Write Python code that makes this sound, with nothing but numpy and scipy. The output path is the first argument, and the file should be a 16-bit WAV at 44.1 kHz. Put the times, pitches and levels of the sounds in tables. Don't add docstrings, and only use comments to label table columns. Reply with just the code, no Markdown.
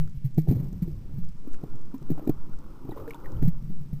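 import sys
import numpy as np
from scipy import signal
from scipy.fft import rfft, irfft
from scipy.io import wavfile
from scipy.ndimage import uniform_filter1d

SR = 44100
rng = np.random.default_rng(int(sys.argv[2]) if len(sys.argv) > 2 else 0)


def generate_wav(signal):
    frames = np.transpose(np.atleast_2d(signal))
    scaled = np.clip(frames, -1, 1) * 32767
    pcm = np.round(scaled).astype(np.int16)
    wavfile.write(sys.argv[1], SR, pcm)


N = 176400


# start_s, low_db, low_hz, upper_db, upper_hz, rap_db, low_t60_s, low_rise_s
SHELL_IMPACTS = [(0.145, -33, 138.6, -72, 264, -67, 0.22, 0.005),
                 (0.248, -18, 132.3, -43, 262, -62, 0.099, 0.0068),
                 (0.377, -11.5, 157.4, -21, 312, -33.5, 0.14, 0.0027),
                 (0.469, -45, 150, -34, 330, -41, 0.055, 0.0028),
                 (0.481, -16.5, 149.6, -29.5, 327, -40, 0.18, 0.004),
                 (0.509, -13, 138, -14.5, 252, -45, 0.044, 0.003),
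                 (0.521, -19, 168, -18.5, 253, -42, 0.046, 0.0046),
                 (0.566, -18.5, 113, -29, 260, -63, 0.049, 0.0057),
                 (0.6, -25.5, 148.4, -30.5, 283, -69, 0.073, 0.0067),
                 (0.726, -30, 178, -35, 258, -57, 0.065, 0.0052),
                 (0.762, -32, 191, -57, 280, -68, 0.066, 0.0027),
                 (0.823, -16, 171.8, -35.5, 283, -67, 0.062, 0.0037),
                 (0.875, -34, 151.4, -33.5, 341, -59, 0.17, 0.0026),
                 (1.139, -30, 138, -56, 320, -70, 0.12, 0.0045),
                 (1.183, -26, 173, -50, 261, -65, 0.082, 0.002),
                 (1.265, -40, 138, -60, 277, -65, 0.046, 0.0093),
                 (1.472, -70, 159, -28, 278, -78, 0.052, 0.0075),
                 (1.633, -28.5, 145, -31, 290, -41, 0.067, 0.0029),
                 (1.745, -34.5, 116, -39.5, 263, -60, 0.085, 0.0084),
                 (1.938, -42.5, 211, -27, 266.4, -51, 0.22, 0.0061),
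                 (2.016, -33.5, 139, -42.5, 353, -56, 0.058, 0.0045),
                 (2.1, -32, 197, -16.5, 267, -54, 0.06, 0.0071),
                 (2.112, -19.5, 150, -23.5, 303, -44.5, 0.076, 0.0033),
                 (2.273, -22.5, 176, -13.5, 266, -37, 0.035, 0.004),
                 (2.2912, -19, 135, -12.5, 300, -31.5, 0.073, 0.0034),
                 (2.495, -30, 171, -43, 266, -64, 0.021, 0.003),
                 (2.848, -34.5, 123, -31, 280, -54, 0.046, 0.0052),
                 (2.887, -34.5, 122.5, -29.5, 330, -40.5, 0.11, 0.0054),
                 (2.919, -50, 125, -30.5, 305, -67, 0.069, 0.0012),
                 (3.425, -17.5, 154.7, -19.5, 253, -42, 0.063, 0.005),
                 (3.448, -17, 129.6, -43, 261, -47.5, 0.1, 0.003),
                 (3.479, -12.5, 165.2, -45, 260, -53, 0.057, 0.0065),
                 (3.7, -30, 186.5, -40.5, 307, -58, 0.078, 0.0044),
                 (3.934, -24, 140, -61, 250, -56, 0.13, 0.0028)]

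def shell_bumps():
    out = np.zeros(N)
    rap_hz, knock_hz, lag_s = 717, 440, 0.003
    for start_s, low_db, low_hz, upper_db, upper_hz, rap_db, t60_s, rise_s in SHELL_IMPACTS:
        add_ring(out, start_s - 0.84 * rise_s, low_db, low_hz, t60_s, rise_s, fade=0.94)
        add_ring(out, start_s + lag_s / 2, upper_db, upper_hz, t60_s / 2, rise_s=0.0013, fade=0.94)
        add_ring(out, start_s + lag_s, rap_db, rap_hz, t60_s=0.015, rise_s=0.0018, fade=1.72)
        add_ring(out, start_s + lag_s, rap_db + 2.5, knock_hz, t60_s=0.027, rise_s=0.0018, fade=1.72)
    add_ring(out, 0, level_db=-21, pitch_hz=155, t60_s=0.22, rise_s=0.0013)
    return -out


# start_s, level_db, pitch_hz
HOUSING_SHOVES = [(0.172, -22.5, 34.3), (0.486, -13.5, 35.3), (0.869, -28, 30), (0.927, -24, 33.5),
                  (1.16, -36, 90), (2.288, -21, 95), (2.888, -28, 79.6), (3.322, -42, 59),
                  (3.436, -13.5, 34.3), (3.929, -20, 68.5)]

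def housing_thuds():
    out = np.zeros(N)
    for start_s, level_db, pitch_hz in HOUSING_SHOVES:
        add_ring(out, start_s, level_db, pitch_hz, t60_s=0.58 / pitch_hz, rise_s=0.62 / pitch_hz, fade=0.98)
    return out


# time_s, low_db, upper_db
RUB_LEVELS = [(0.0, -55, -65), (0.32, -42.5, -101), (0.47, -39, -51.5), (0.57, -27, -42.5),
              (0.72, -40.5, -56), (0.89, -43, -54), (1.06, -54, -56.5), (1.17, -39, -59.5),
              (1.26, -43.5, -80), (1.46, -56, -52), (1.6, -52.5, -50), (1.99, -50, -58.5),
              (2.23, -47.5, -41.5), (2.35, -49, -54), (2.56, -52.5, -57), (2.83, -53.5, -51),
              (2.99, -51, -48), (3.34, -49.5, -49), (3.52, -43, -65), (4.0, -41, -62)]

def shell_rubbing():
    low = grainy_band(centre_hz=147, width_hz=36.2, spread_db=2.5, grains_per_s=46)
    upper = grainy_band(centre_hz=295.6, width_hz=120, spread_db=2.5, grains_per_s=80)
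    return low * gain_curve(RUB_LEVELS, 1) + upper * gain_curve(RUB_LEVELS, 2)


# start_s, level_db, pitch_hz, t60_s
BUBBLE_RINGS = [(.076, -51.5, 1390, 0.009), (.843, -50, 940, 0.011), (1.234, -53, 1290, .012),
                (1.543, -42.5, 1490, 0.0058), (1.548, -54, 2700, .01), (1.944, -44, 1004, 0.043),
                (2.178, -38, 790, 0.02), (2.195, -33, 650, 0.0091), (2.909, -51.5, 3900, 0.024),
                (2.917, -39.5, 850, 0.026), (2.922, -54.5, 1940, 0.081), (2.964, -40, 452, 0.24),
                (2.973, -38.5, 1043, 0.056), (3.0, -43.5, 1190, 0.033), (3.076, -33.5, 467, 0.12),
                (3.078, -42.5, 1670, 0.0088), (3.107, -35, 2270, 0.017), (3.135, -44.5, 2550, 0.0083),
                (3.145, -39.5, 950, 0.049), (3.144, -50.5, 3580, 0.015), (3.246, -50, 1980, 0.02),
                (3.258, -40.5, 1900, 0.02), (3.273, -52, 1460, 0.016), (3.369, -56, 3180, 0.01),
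                (3.4255, -36.5, 1660, 0.0016)]

def bubbles():
    out = np.zeros(N)
    hiss_db, hiss_samples = -14.5, 2048
    for start_s, level_db, pitch_hz, t60_s in BUBBLE_RINGS:
        add_ring(out, start_s, level_db, pitch_hz, t60_s, rise_s=0.00028, glide=-0.046)
        hiss = unit_rms(resonance(rng.standard_normal(hiss_samples), 0.96 * pitch_hz, 0.11 * pitch_hz))
        age = np.arange(hiss_samples) / (0.12 * t60_s * SR)
        envelope = age * np.exp(1 - age)
        first = int(start_s * SR)
        out[first:first + hiss_samples] += undb(level_db + hiss_db) * envelope * hiss
    return out


# time_s, high_db, low_db
GURGLE_LEVELS = [(0.05, -80, -78), (0.42, -113, -85), (0.58, -70, -74), (0.96, -76.5, -101),
                 (1.42, -70.5, -72), (1.62, -61.5, -76), (1.97, -66.5, -67.5), (2.19, -58.5, -82),
                 (2.59, -62, -64), (2.83, -60, -70), (3.02, -55, -48), (3.12, -54, -66), (3.31, -55.5, -51),
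                 (3.48, -64, -65), (3.76, -73.5, -80.5), (4.0, -70, -88)]

def gurgle():
    high = bubble_cloud(centre_hz=1036, spread_octaves=0.43, count=3000)
    low = bubble_cloud(centre_hz=490, spread_octaves=0.298, count=900)
    return high * gain_curve(GURGLE_LEVELS, 1) + low * gain_curve(GURGLE_LEVELS, 2)


def bubble_cloud(centre_hz, spread_octaves, count):
    out = np.zeros(N)
    starts_s = rng.random(count) * N / SR
    pitches_hz = centre_hz * 2 ** (spread_octaves * rng.uniform(-1.01, 1, count))
    levels_db = rng.exponential(2, count)
    for start_s, level_db, hz in zip(starts_s, levels_db, pitches_hz):
        add_ring(out, start_s, level_db, hz, t60_s=28.6 / hz, rise_s=1 / hz, glide=0.18)
    return unit_rms(out)


# time_s, level_db
SHRIMP_SNAPS = [(0.0772, -51), (0.097, -51), (0.3456, -55), (0.419, -49), (0.645, -52), (0.7296, -53),
                (0.916, -55), (1.249, -55), (1.29, -49), (1.5334, -49), (1.545, -50), (1.616, -57),
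                (1.7012, -55), (1.7582, -50.5), (1.793, -54), (1.8144, -51), (1.982, -57), (2.028, -55),
                (2.4094, -55), (2.5895, -54), (3.0985, -48), (3.1451, -47), (3.3206, -49.5), (3.4265, -58)]

def shrimp(faint_count=200, snap_s=0.0024):
    impulses = np.zeros(N)
    impulses[rng.integers(0, N, faint_count)] = undb(-65 - rng.exponential(0.5, faint_count))
    for time_s, level_db in SHRIMP_SNAPS:
        impulses[int(time_s * SR)] = undb(level_db)
    envelope = np.convolve(impulses, np.hanning(int(snap_s * SR) + 3), "same")
    return envelope * unit_rms(resonance(rng.standard_normal(N), centre_hz=7000, width_hz=3500))


# peak_s, pressure_full_scale, half_width_s
SWELL_SURGES = [(0.02, -.13, .06), (0.36, .04, .13), (1.24, .11, .06), (1.52, -.125, .08), (1.8, .095, .12),
                (2.12, -.12, .07), (2.4, .07, .1), (2.545, -.11, .03), (3.31, -.07, .07), (3.47, .17, .08),
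                (3.76, -.14, .05)]

def swell(chop_hz=7, chop_db=-35):
    t = np.arange(N) / SR
    surges = sum(pressure * np.exp(-((t - peak_s) / half_width_s) ** 2)
                 for peak_s, pressure, half_width_s in SWELL_SURGES)
    chop = rng.standard_normal(N)
    for width_hz in (chop_hz, 2 * chop_hz, 2 * chop_hz):
        chop = resonance(chop, chop_hz, width_hz)
    return surges + undb(chop_db) * unit_rms(chop)


# time_s, level_db
RUMBLE_LEVELS = [(0.0, -30), (0.21, -61), (0.46, -52), (0.5, -18.5), (0.55, -39), (1.25, -41), (1.45, -53),
                 (1.6, -48.5), (1.8, -49.5), (2.28, -49.5), (2.37, -37), (2.46, -62), (2.58, -42.5),
                 (2.72, -50), (3.0, -45.5), (3.16, -54), (3.42, -29.5), (3.6, -39.5), (4.0, -53)]

def water_rumble():
    rumble = grainy_band(centre_hz=25.8, width_hz=28.4, spread_db=1.8, grains_per_s=15)
    slosh = grainy_band(centre_hz=94.6, width_hz=40.6, spread_db=8.5, grains_per_s=25.83)
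    return (rumble + undb(-5) * slosh) * gain_curve(RUMBLE_LEVELS, 1)


# frequency_hz, relative_density_db
WASH_SPECTRUM = [(120, -61), (200, 11), (277, -2), (322, -28), (657, -71), (774, -21.5), (2100, -22.5),
                 (7000, -29), (9100, -7), (15400, -120)]

def sea_wash(level_db=-56.5):
    hz, density_db = np.array(WASH_SPECTRUM).T
    log_bins = np.log(np.fft.rfftfreq(N, 1 / SR) + 1)
    colour = undb(np.interp(log_bins, np.log(hz), density_db, left=-80, right=-80))
    return undb(level_db) * unit_rms(irfft(rfft(rng.standard_normal(N)) * colour, N))


def add_ring(out, start_s, level_db, pitch_hz, t60_s, rise_s, glide=0., fade=1.):
    t = np.arange(int((t60_s + 4 * rise_s) * SR)) / SR
    attack = (1 - np.exp(-t / rise_s)) ** 2
    envelope = attack * np.exp(-np.log(1000) * (t / t60_s) ** fade)
    ring = envelope / envelope.max() * np.sin(2 * np.pi * pitch_hz * t * (1 + glide * t / t60_s))
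    first = max(int(start_s * SR), 0)
    out[first:first + len(t)] += undb(level_db) * ring[:N - first]


def grainy_band(centre_hz, width_hz, spread_db, grains_per_s):
    grain_samples = int(SR / grains_per_s)
    grain_db = spread_db * np.minimum(rng.exponential(size=N // grain_samples + 1), 2.03)
    envelope = uniform_filter1d(np.repeat(undb(grain_db), grain_samples)[:N], grain_samples)
    narrow = resonance(rng.standard_normal(N) * envelope, centre_hz, width_hz)
    return unit_rms(resonance(narrow, centre_hz, 2 * width_hz))


def resonance(x, centre_hz, width_hz):
    return signal.lfilter(*signal.iirpeak(centre_hz, centre_hz / width_hz, fs=SR), x)


def gain_curve(table, column):
    rows = np.array(table)
    return undb(np.interp(np.arange(N) / SR, rows[:, 0], rows[:, column]))


def undb(db):
    return 10 ** (np.asarray(db) / 20)


def unit_rms(x):
    return x / np.sqrt(np.mean(x ** 2))


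def scene():
    water = water_rumble() + swell() + sea_wash()
    housing = shell_bumps() + housing_thuds() + shell_rubbing()
    return (housing + bubbles() + gurgle() + shrimp() + water)[None]


def record(dry):
    sample_hz, top_hz = 14000, 15400
    grit_db, slope_window_s = -19, 0.0019
    band_limited = signal.sosfilt(signal.butter(6, sample_hz / 2, fs=SR, output="sos"), dry[0])
    count = int(N * sample_hz / SR) + 1
    samples = np.interp(np.arange(count) * SR / sample_hz, np.arange(N), band_limited)
    slope = uniform_filter1d(np.abs(np.gradient(samples)), int(slope_window_s * sample_hz))
    samples += undb(grit_db) * slope * rng.standard_normal(count)
    held = samples[np.arange(N) * sample_hz // SR]
    return signal.sosfilt(signal.ellip(10, .2, 80, top_hz, fs=SR, output="sos"), held)[None]


dry = scene()
out = record(dry)
generate_wav(out)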